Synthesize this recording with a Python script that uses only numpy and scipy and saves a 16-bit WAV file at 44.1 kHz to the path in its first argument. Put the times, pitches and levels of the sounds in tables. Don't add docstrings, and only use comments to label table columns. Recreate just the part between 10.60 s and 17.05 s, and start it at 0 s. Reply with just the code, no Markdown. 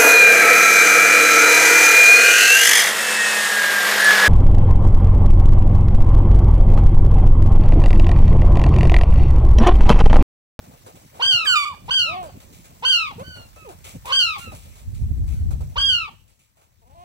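import sys
import numpy as np
from scipy import signal
from scipy.fft import rfft, irfft, next_fast_len
from scipy.io import wavfile
from scipy.ndimage import uniform_filter1d

SR = 44100
rng = np.random.default_rng(int(sys.argv[2]) if len(sys.argv) > 2 else 0)


def makeup_ratio(level_db):
    decades = np.asarray(level_db, float) / 20
    return 10 ** decades


def inscribe(sig):
    pcm = np.round(np.clip(np.atleast_2d(sig).T, -1, 1) * 32767)
    wavfile.write(sys.argv[1], SR, pcm.astype(np.int16))


N = 284312
EDGE_HZ = 15900

# (time [s], level [dB], left-right difference [dB])
BREEZE = [(0, -65.5, -4), (1.13, -60.5, 2), (1.63, -54, -6), (2.14, -58.5, -2.5), (3.98, -52, 2),
          (4.2, -50, 1), (4.45, -29, -4), (5.0, -43, 13.5), (5.13, -43, 8), (5.3, -48, 17),
          (5.6, -63.5, 13), (5.89, -83.5, 27), (6.15, -68.5, 6.5), (6.45, -64, 25)]


def evened(x):
    return x / np.sqrt(np.mean(x ** 2, axis=-1, keepdims=True) + 1e-20)


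def read(points, hz):
    f, value = np.transpose(points)
    return np.interp(np.log(hz + 1), np.log(f + 1), value)


def curves(rows, t):
    s, *columns = np.transpose(rows)
    return [np.interp(t, s, c) for c in columns]


def add(mix, s, sound):
    part = mix[..., round(s * SR):][..., :sound.shape[-1]]
    part += sound[..., :part.shape[-1]]


def coloured(x, spectrum, lag_ms=0.):
    size = next_fast_len(N + 4096)
    hz = np.fft.rfftfreq(size, 1 / SR)
    delay = np.exp(-2j * np.pi * hz * lag_ms / 1000)
    return irfft(rfft(x, size) * makeup_ratio(read(spectrum, hz)) * delay, size)[..., :N]


def pair(spectrum, same, patchy_db, band):
    left_lag_ms = .5
    a, b = rng.standard_normal((2, N))
    left = np.roll(a, round(left_lag_ms * SR / 1000))
    same = np.clip(same, 0, 1)
    right = same * a + np.sqrt(1 - same ** 2) * b
    hz, t, z = signal.stft(np.array([left, right]), SR, nperseg=512)
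    patches = rng.standard_normal(z.shape[:0:-1])
    patches = uniform_filter1d(uniform_filter1d(patches, 6, 0), 12, 1).T
    patchy = signal.istft(z * makeup_ratio(patchy_db * patches / patches.std()), SR, nperseg=512)[1]
    x = coloured(patchy, spectrum)
    inside = signal.sosfilt(signal.butter(4, band, "bandpass", fs=SR, output="sos"), x)
    return x / inside.std()


def rustle(depth_db):
    return makeup_ratio(depth_db * evened(uniform_filter1d(rng.standard_normal(N), 160)))


def air():
    # (time [s], air hiss level [dB])
    background_level = [(0, -62), (.55, -61), (1.1, -64.5), (2, -61), (3.1, -61.5), (3.4, -60.5), (3.75, -56.5),
                        (4.15, -64.5), (5.15, -63), (5.5, -67), (5.8, -76.5), (6.25, -73), (6.447, -68)]
    # (frequency [Hz], density [dB per Hz])
    hiss_spectrum = [(530, -28.5), (900, 7), (1440, 0), (2360, 2), (4100, -1), (7680, 1.5), (10200, -4),
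                     (15100, -0.5), (16000, 0)]
    # (frequency [Hz], density [dB per Hz])
    hum_spectrum = [(12, -58), (20, -51.5), (36, -32), (85, 1.5), (124, -2.5), (172, -3), (424, -16.5),
                    (498, -13.5), (742, -14), (1500, -33), (1950, -58), (3300, -120)]
    base_db, follows, usual_hiss_db, wind_mask = -58, 1.5, -63, 0.35
    t = np.arange(N) / SR
    hiss_db, = curves(background_level, t)
    strong_wind_db = np.maximum(curves(BREEZE, t)[0] + 48, 0)
    hum_db = base_db + follows * np.minimum(hiss_db - usual_hiss_db, 3) - wind_mask * strong_wind_db
    hiss = rustle(1.2) * pair(hiss_spectrum, .4, 1.2, (9000, 15000))
    return makeup_ratio(hiss_db) * hiss + makeup_ratio(hum_db) * pair(hum_spectrum, 0.95, 5.0, (250, 900))


def gust():
    # (time [s], level [dB], left-right difference [dB], length [s])
    buffets = [
        (1.286, -50, 8, 0.046),
        (4.287, -40, 10, 0.019),
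        (4.427, -27.5, -5, 0.01),
        (4.511, -25, 11, 0.011),
        (4.622, -30, -4, 0.042),
        (4.73, -33, 8, 0.02),
        (4.812, -33.5, -14, 0.045),
        (4.899, -27.5, 0.5, 0.048),
        (5.02, -33.5, -8.5, 0.065),
        (5.185, -37, -1, 0.017),
    ]
    # (frequency [Hz], density [dB])
    rumble = [(12, -65.5), (20, -17.5), (48, 5.5), (85, 5.5), (232, -19), (264, -23), (393, -34.5),
              (576, -44.5), (780, -45), (900, -50), (1170, -101), (1980, -120)]
    t, side = np.arange(N) / SR, np.array([[.5], [-.5]])
    level_db, pan_db = curves(BREEZE, t)
    strength = makeup_ratio(level_db + side * pan_db)
    for s, db, lean_db, length in buffets:
        bump = np.exp(-((t - s) / length) ** 2)
        strength = strength + makeup_ratio(db + side * np.clip(lean_db, -9, 9)) * bump
    lumps = evened(uniform_filter1d(uniform_filter1d(rng.standard_normal((2, N)), 600), 600))
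    noise = evened(coloured(rng.standard_normal((2, N)) * makeup_ratio(1.2 * lumps), rumble))
    return noise * strength * makeup_ratio(6)


def wings():
    # (time [s], hiss level [dB], puff relative to hiss [dB], length [s])
    flaps = [(0.039, -54, 10, 0.049), (0.109, -59.5, 18, 0.07), (0.263, -46, 13, 0.043),
             (0.355, -50.5, 6.5, 0.04556), (0.477, -57, 0, 0.025), (0.54, -51.5, 16.5, 0.54),
             (1.258, -52, -6, 0.072), (1.627, -45, 13.5, 0.056), (1.802, -46.5, 4.5, 0.051),
             (1.926, -48.5, -20.5, 0.091), (2.043, -46.5, 4.5, 0.047), (0.849, -34.5, -6, 0.037),
             (2.595, -45.5, 13.5, 0.035), (2.756, -50, 13, 0.095), (2.961, -51.5, 14, 0.041),
             (3.089, -45.5, 13, 0.052), (3.242, -37, 0, 0.095), (3.455, -36, 6, 0.055),
             (3.7815, -36.5, -26, 0.071), (3.92, -44.5, 11.5, 0.044), (3.947, -47.5, -18, 0.22),
             (4.155, -50, 5.5, 0.084), (4.345, -49, -15.5, 0.087), (5.678, -58, -1, 0.086),
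             (4.678, -47, 2.5, 0.11), (4.907, -44.5, 10.5, 0.04), (5.006, -48.5, 14, 0.033),
             (5.791, -58.5, -7, 0.093), (5.969, -60, 10, 0.069), (6.015, -62.5, 8.5, 0.056)]
    # (frequency [Hz], density [dB per Hz])
    feather_spectrum = [(760, -30), (1300, 0), (1510, -20), (2270, 1), (5720, -7), (6980, -1),
                        (15200, -11.5), (16000, -10.5)]
    # (frequency [Hz], density [dB per Hz])
    puff_spectrum = [(150, -10.5), (300, -3.5), (600, 6.5), (1000, 2), (1600, -8), (3000, -49)]
    hiss, puff = np.zeros((2, N))
    for s, db, puff_db, length in flaps:
        u = np.arange(round(3 * length * SR)) / SR
        attack = np.minimum(u / (0.014 * length), 1)
        stroke = makeup_ratio(db - 11) * attack * np.exp(-(u / length) ** 2)
        add(hiss, s, stroke)
        add(puff, s, makeup_ratio(puff_db) * stroke)
    feathers = pair(feather_spectrum, .6, 1.2, (9000, 15000))
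    return hiss * rustle(1.5) * feathers + puff * pair(puff_spectrum, .7, 1.5, (350, 1200))


def ducking(loud):
    power_db = 10 * np.log10(abs(uniform_filter1d((loud ** 2).mean(0), 600)) + 1e-12)
    release = np.arange(N) * 120.0 / SR
    held_db = np.maximum.accumulate(power_db + release) - release
    over_db = np.maximum(held_db + 24, 0)
    return makeup_ratio(-.35 * uniform_filter1d(over_db, 300))


def wall(x):
    # (left delay [ms], right delay [ms], left level [dB], right level [dB])
    slaps = [
        (31, 33, 0, -7),
        (17.58, 18.8, -17.5, -6.5),
        (4.773, 3.9, -7.5, -7.5),
        (46.4, 69, -20, -27),
        (72.4, 75, -27, -26),
    ]
    # (frequency [Hz], level [dB])
    stone = [(1000, -7.5), (2000, -6), (3500, -1), (6000, -4), (12000, 3)]
    out = np.zeros((2, N))
    for left_ms, right_ms, left_db, right_db in slaps:
        add(out[0], left_ms / 1000, makeup_ratio(left_db) * x)
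        add(out[1], right_ms / 1000, makeup_ratio(right_db) * x)
    return coloured(out, stone)


def lawn(x):
    # (frequency [Hz], time to fall 60 dB [s])
    decay = [(300, 0.21), (1500, 0.3), (3000, 0.42), (8000, .35)]
    span = SR // 2
    taps = np.zeros((2, span))
    at = np.arange(400, span - 20, 20) + rng.integers(0, 20, (2, (span - 401) // 20))
    np.put_along_axis(taps, at, rng.choice([-1., 1.], at.shape), 1)
    hz, t, z = signal.stft(taps, SR, nperseg=256)
    tail = signal.istft(z * makeup_ratio(-60 * t / read(decay, hz)[:, None]), SR, nperseg=256)[1]
    return signal.oaconvolve(x[None], tail / np.linalg.norm(tail[0]), axes=1)[:, :N]


def voiced(start, t, hz, effort_db, tone_db):
    return np.transpose([start + t, hz, *(effort_db + db for db in tone_db)])


def glide(start, length, from_hz, to_hz, effort_db, tone_db, swell_db, fade_db, bend=1):
    u = np.linspace(0, 1, num=20)
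    hz = from_hz * (to_hz / from_hz) ** (u ** bend)
    level_db = effort_db - swell_db * (1 - u) ** 2 - fade_db * u ** 3
    return voiced(start, u * length, hz, level_db, tone_db)


def moan(start, length, top_hz, effort_db):
    arch_share, tone_db, ends_db = 0.33, (1.5, -17, -6.5), 18.5
    u = np.linspace(0, 1, num=40)
    low = (2 * u - 1) ** 2
    return voiced(start, u * length, top_hz * (1 - arch_share * low), effort_db - ends_db * low, tone_db)


def far_cry(start, length, top_hz, end_hz, effort_db):
    tone_db = (-2.5, -0.5, -7)
    top_at, start_share = .22, .96
    u = np.linspace(0, 1, num=40)
    hz = np.interp(u, [0, top_at, 1], [start_share * top_hz, top_hz, end_hz])
    bright_db = 0.0745 * (top_hz - 1505)
    level_db = effort_db - 8 * (1 - u) ** 8 - 18 * u ** 4
    return voiced(start, u * length, hz, level_db, np.add(tone_db, [0, 0, bright_db]))


def warble(step):
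    s, hz, effort_db, open_db = np.transpose(step)
    return voiced(0, s, hz, effort_db, (open_db, 0, open_db - 7))


def near_cry(start, hold, top_hz, effort_db, drop):
    # (best level [dB], at lost share [1],
    # fall per share above [dB], fall per share below [dB], extra level at the break [dB])
    opening = [(1, 0.085, 18.5, 122.5, -3.5), (-13.5, 0.16, 51, 18.5, 6), (-11.5, 0.081, 57.5, 106, 0)]
    break_share, break_s, settle_s = .135, .0065, 0.075
    climb_share, drop_s, sag_per_s = .016, .035, 1.2
    fall_s, close_s, close_share = .195, .045, 0.063
    fade_db_per_s, close_db = 6.5, -3.5
    t = np.arange(0, hold + fall_s, .002)
    fall = t - hold
    closing = np.maximum((fall - fall_s) / close_s + 1, 0)
    sag = drop * np.clip(fall / drop_s, 0, 1) + sag_per_s * np.maximum(fall - drop_s, 0)
    sag += close_share * closing + climb_share * np.maximum(-fall / hold, 0)
    lost = uniform_filter1d(sag, size=6, mode="nearest") + break_share * np.exp(-t / break_s)
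    tone = []
    for db, at, above, below, break_db in opening:
        shut_db = above * np.maximum(at - lost, 0) + below * np.maximum(lost - at, 0)
        tone.append(db - shut_db + break_db * np.exp(-t / settle_s))
    tone[2] = tone[2] + 179 * (drop - 0.082)
    level_db = effort_db - fade_db_per_s * t - close_db * closing ** 2
    return voiced(start, t, top_hz * (1 - lost), level_db, tone)


def cry(rows, spectrum, jitter):
    t = np.arange(rows[0][0], rows[-1][0], 1 / SR)
    hz, second_db, first_db, third_db = curves(rows, t)
    slow = uniform_filter1d(uniform_filter1d(rng.standard_normal((2, len(t))), 130), 130)
    wobble, flutter = evened(slow)
    turns = np.cumsum(hz * (1 + jitter * wobble)) / SR
    k = np.arange(1, 13)[:, None]
    level_db = third_db + read(spectrum, k * hz) - read(spectrum, 3 * hz)
    level_db[:2] = first_db, second_db
    partials = makeup_ratio(level_db) * (k * hz < EDGE_HZ) * np.cos(2 * np.pi * k * turns + k * k)
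    fade = signal.windows.tukey(len(t), min(.008 * SR / len(t), 1))
    return np.sqrt(2) * partials.sum(0) * (1 + .04 * flutter) * fade


def gulls(cries, spectrum, pan_db, lag_ms, loss_db, jitter, wall_db, lawn_db):
    # (frequency [Hz], left-right difference [dB])
    balance = [(300, -1.5), (1500, 0), (3100, -5), (4400, 5.5), (7000, 8), (9000, -1), (14000, -3.5)]
    voice = np.zeros(N)
    for rows in cries:
        add(voice, rows[0][0], makeup_ratio(loss_db) * cry(rows, spectrum, jitter))
    heard = voice + makeup_ratio(wall_db) * wall(voice) + makeup_ratio(lawn_db) * lawn(voice)
    left = coloured(heard[0], [(hz, (db + pan_db) / 2) for hz, db in balance], lag_ms)
    right = coloured(heard[1], [(hz, -(db + pan_db) / 2) for hz, db in balance])
    return np.array([left, right])


def scene():
    # (start [s], hold [s], top pitch [Hz], effort [dB], share of pitch dropped after the hold [1])
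    near = [
        (0.619, 0.072, 1603, -11, 0.09),
        (1.305, 0.053, 1606, -13, 0.089),
        (2.247, 0.049, 1589, -11, 0.091),
        (3.52, .055, 1606, -11.5, .1),
        (5.176, 0.096, 1632, -13, 0.075),
    ]
    # (time [s], pitch [Hz], effort [dB], bill opening [dB])
    hoarse_steps = [
        [(.855, 1732, -22.5, -23), (.875, 1538, -33, 14), (.905, 1495, -22.5, 3.5), (0.936, 1436, -21.5, 0.5),
         (.953, 1273, -13.5, -19)],
        [(.953, 1254, -22, -2), (.97, 1216, -18.5, -0.5), (1.0, 1164, -25.5, -2), (1.052, 1112, -30.5, 0)],
        [(1.052, 1229, -29, -14), (1.085, 1182, -28, -6.5), (1.115, 1092, -35, -47), (1.151, 787, -50, 0)],
    ]
    # (start [s], length [s], top pitch [Hz], end pitch [Hz], effort [dB])
    far = [
        (1.64, 0.1026, 1600, 1345, -62.5),
        (2.63, 0.22, 1533, 1361, -44.5),
        (2.958, 0.13, 1323, 1190, -50.5),
        (3.793, .13, 1409, 1210, -41.5),
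        (4.74, 0.1, 1514, 1440, -63),
    ]
    # (start [s], length [s], from pitch [Hz], to pitch [Hz], effort [dB])
    openers = [
        (0.593, 0.03, 401.4, 594, -28),
        (1.279, 0.024, 418, 567, -31),
        (2.222, 0.029, 442, 545, -29),
        (3.445, .056, 426, 564.4, -37.5),
        (3.488, 0.04, 452, 594, -27),
        (5.155, 0.025, 424.7, 598, -27),
    ]
    closers = [
        (1.69, 0.023, 451, 314, -49.5),
        (2.505, 0.035, 494, 324, -46),
        (3.76, 0.035, 449, 334, -46),
        (3.915, 0.0355, 467, 245, -52),
        (5.475, 0.025, 492.7, 339, -48),
    ]
    # (start [s], length [s], top pitch [Hz], effort [dB])
    moans = [
        (0.654, 0.16, 387, -47),
        (1.45, 0.25, 369.2, -34.5),
    ]
    # (start [s], length [s], from pitch [Hz], to pitch [Hz], effort [dB])
    yelps = [
        (2.579, .057, 404, 609, -34),
        (3.046, 0.069, 636, 335.7, -39),
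    ]
    mutters = [
        (6.215, 0.035, 235, 216, -65),
        (6.251, 0.05, 225, 280, -63.5),
        (6.297, 0.049, 262, 309, -57),
    ]
    last_moan = [
        (6.345, .1, 322, 362, -48),
    ]
    yelp_tone_db = (-5, 0, -27)
    last_tone_db = (1.5, -19, -4.5)
    open_tone_db, close_tone_db, mutter_tone_db = (0, -16, -17.5), (3, -12.5, -6), (-4, -18, 0)
    # (frequency [Hz], level [dB])
    bill = [(3200, 12), (4600, 1.5), (6300, -13.5), (8000, -19.5), (11000, -27.5), (15000, -35.5)]
    # (frequency [Hz], level [dB])
    hoarse = [(3200, 0), (4600, -0.5), (6100, -21), (7500, -6.5), (9000, -17), (11000, -28.5), (15000, -27)]
    # (frequency [Hz], level [dB])
    throat = [(1000, 17.5), (1500, -11), (2150, -5), (2500, -4), (2850, -6), (3500, -7.5), (7000, -29)]
    pans_db = [0, -3, -3, 0, 0]
    lags_ms = [.51, .17, .17, .22, .4]
    # (distance gain [dB], pitch jitter [share], wall level [dB], lawn level [dB])
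    places = [
        (-4.5, 0.0038, 3.5, -16),
        (2, 0.009, -9, -12.5),
        (-2, 0.0028, 4.5, -14.5),
        (5, 0.055, -5.5, -6),
        (2.26, 0.02, -18, -15.5),
    ]

    low = [glide(*row, open_tone_db, 13.5, 1) for row in openers]
    low += [glide(*row, close_tone_db, 5.5, 20) for row in closers]
    soft = [moan(*row) for row in moans]
    soft += [glide(*row, yelp_tone_db, 10.7, 9.5, .7) for row in yelps]
    soft += [glide(*row, mutter_tone_db, 4.7, 4.4) for row in mutters]
    soft += [glide(*row, last_tone_db, 9.4, 3, .5) for row in last_moan]
    clear = [near_cry(*row) for row in near]
    warbled = [warble(step) for step in hoarse_steps]
    distant = [far_cry(*row) for row in far]
    cries = clear, warbled, distant, low, soft
    spectra = bill, hoarse, bill, throat, throat
    birds = np.zeros((2, N))
    for group, spectrum, pan_db, lag_ms, place in zip(cries, spectra, pans_db, lags_ms, places):
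        birds = birds + gulls(group, spectrum, pan_db, lag_ms, *place)
    return birds + ducking(birds) * (wings() + air()) + gust()


def roll_off(x):
    return signal.sosfilt(signal.butter(12, 16760, fs=SR, output="sos"), x)


def record(dry):
    held = .8 * np.tanh(dry / .8)
    edge = signal.firwin(255, EDGE_HZ, window=("kaiser", 9), fs=SR)
    mix = signal.oaconvolve(held, edge[None], "same")
    return roll_off(mix)


dry = scene()
out = record(dry)
inscribe(out)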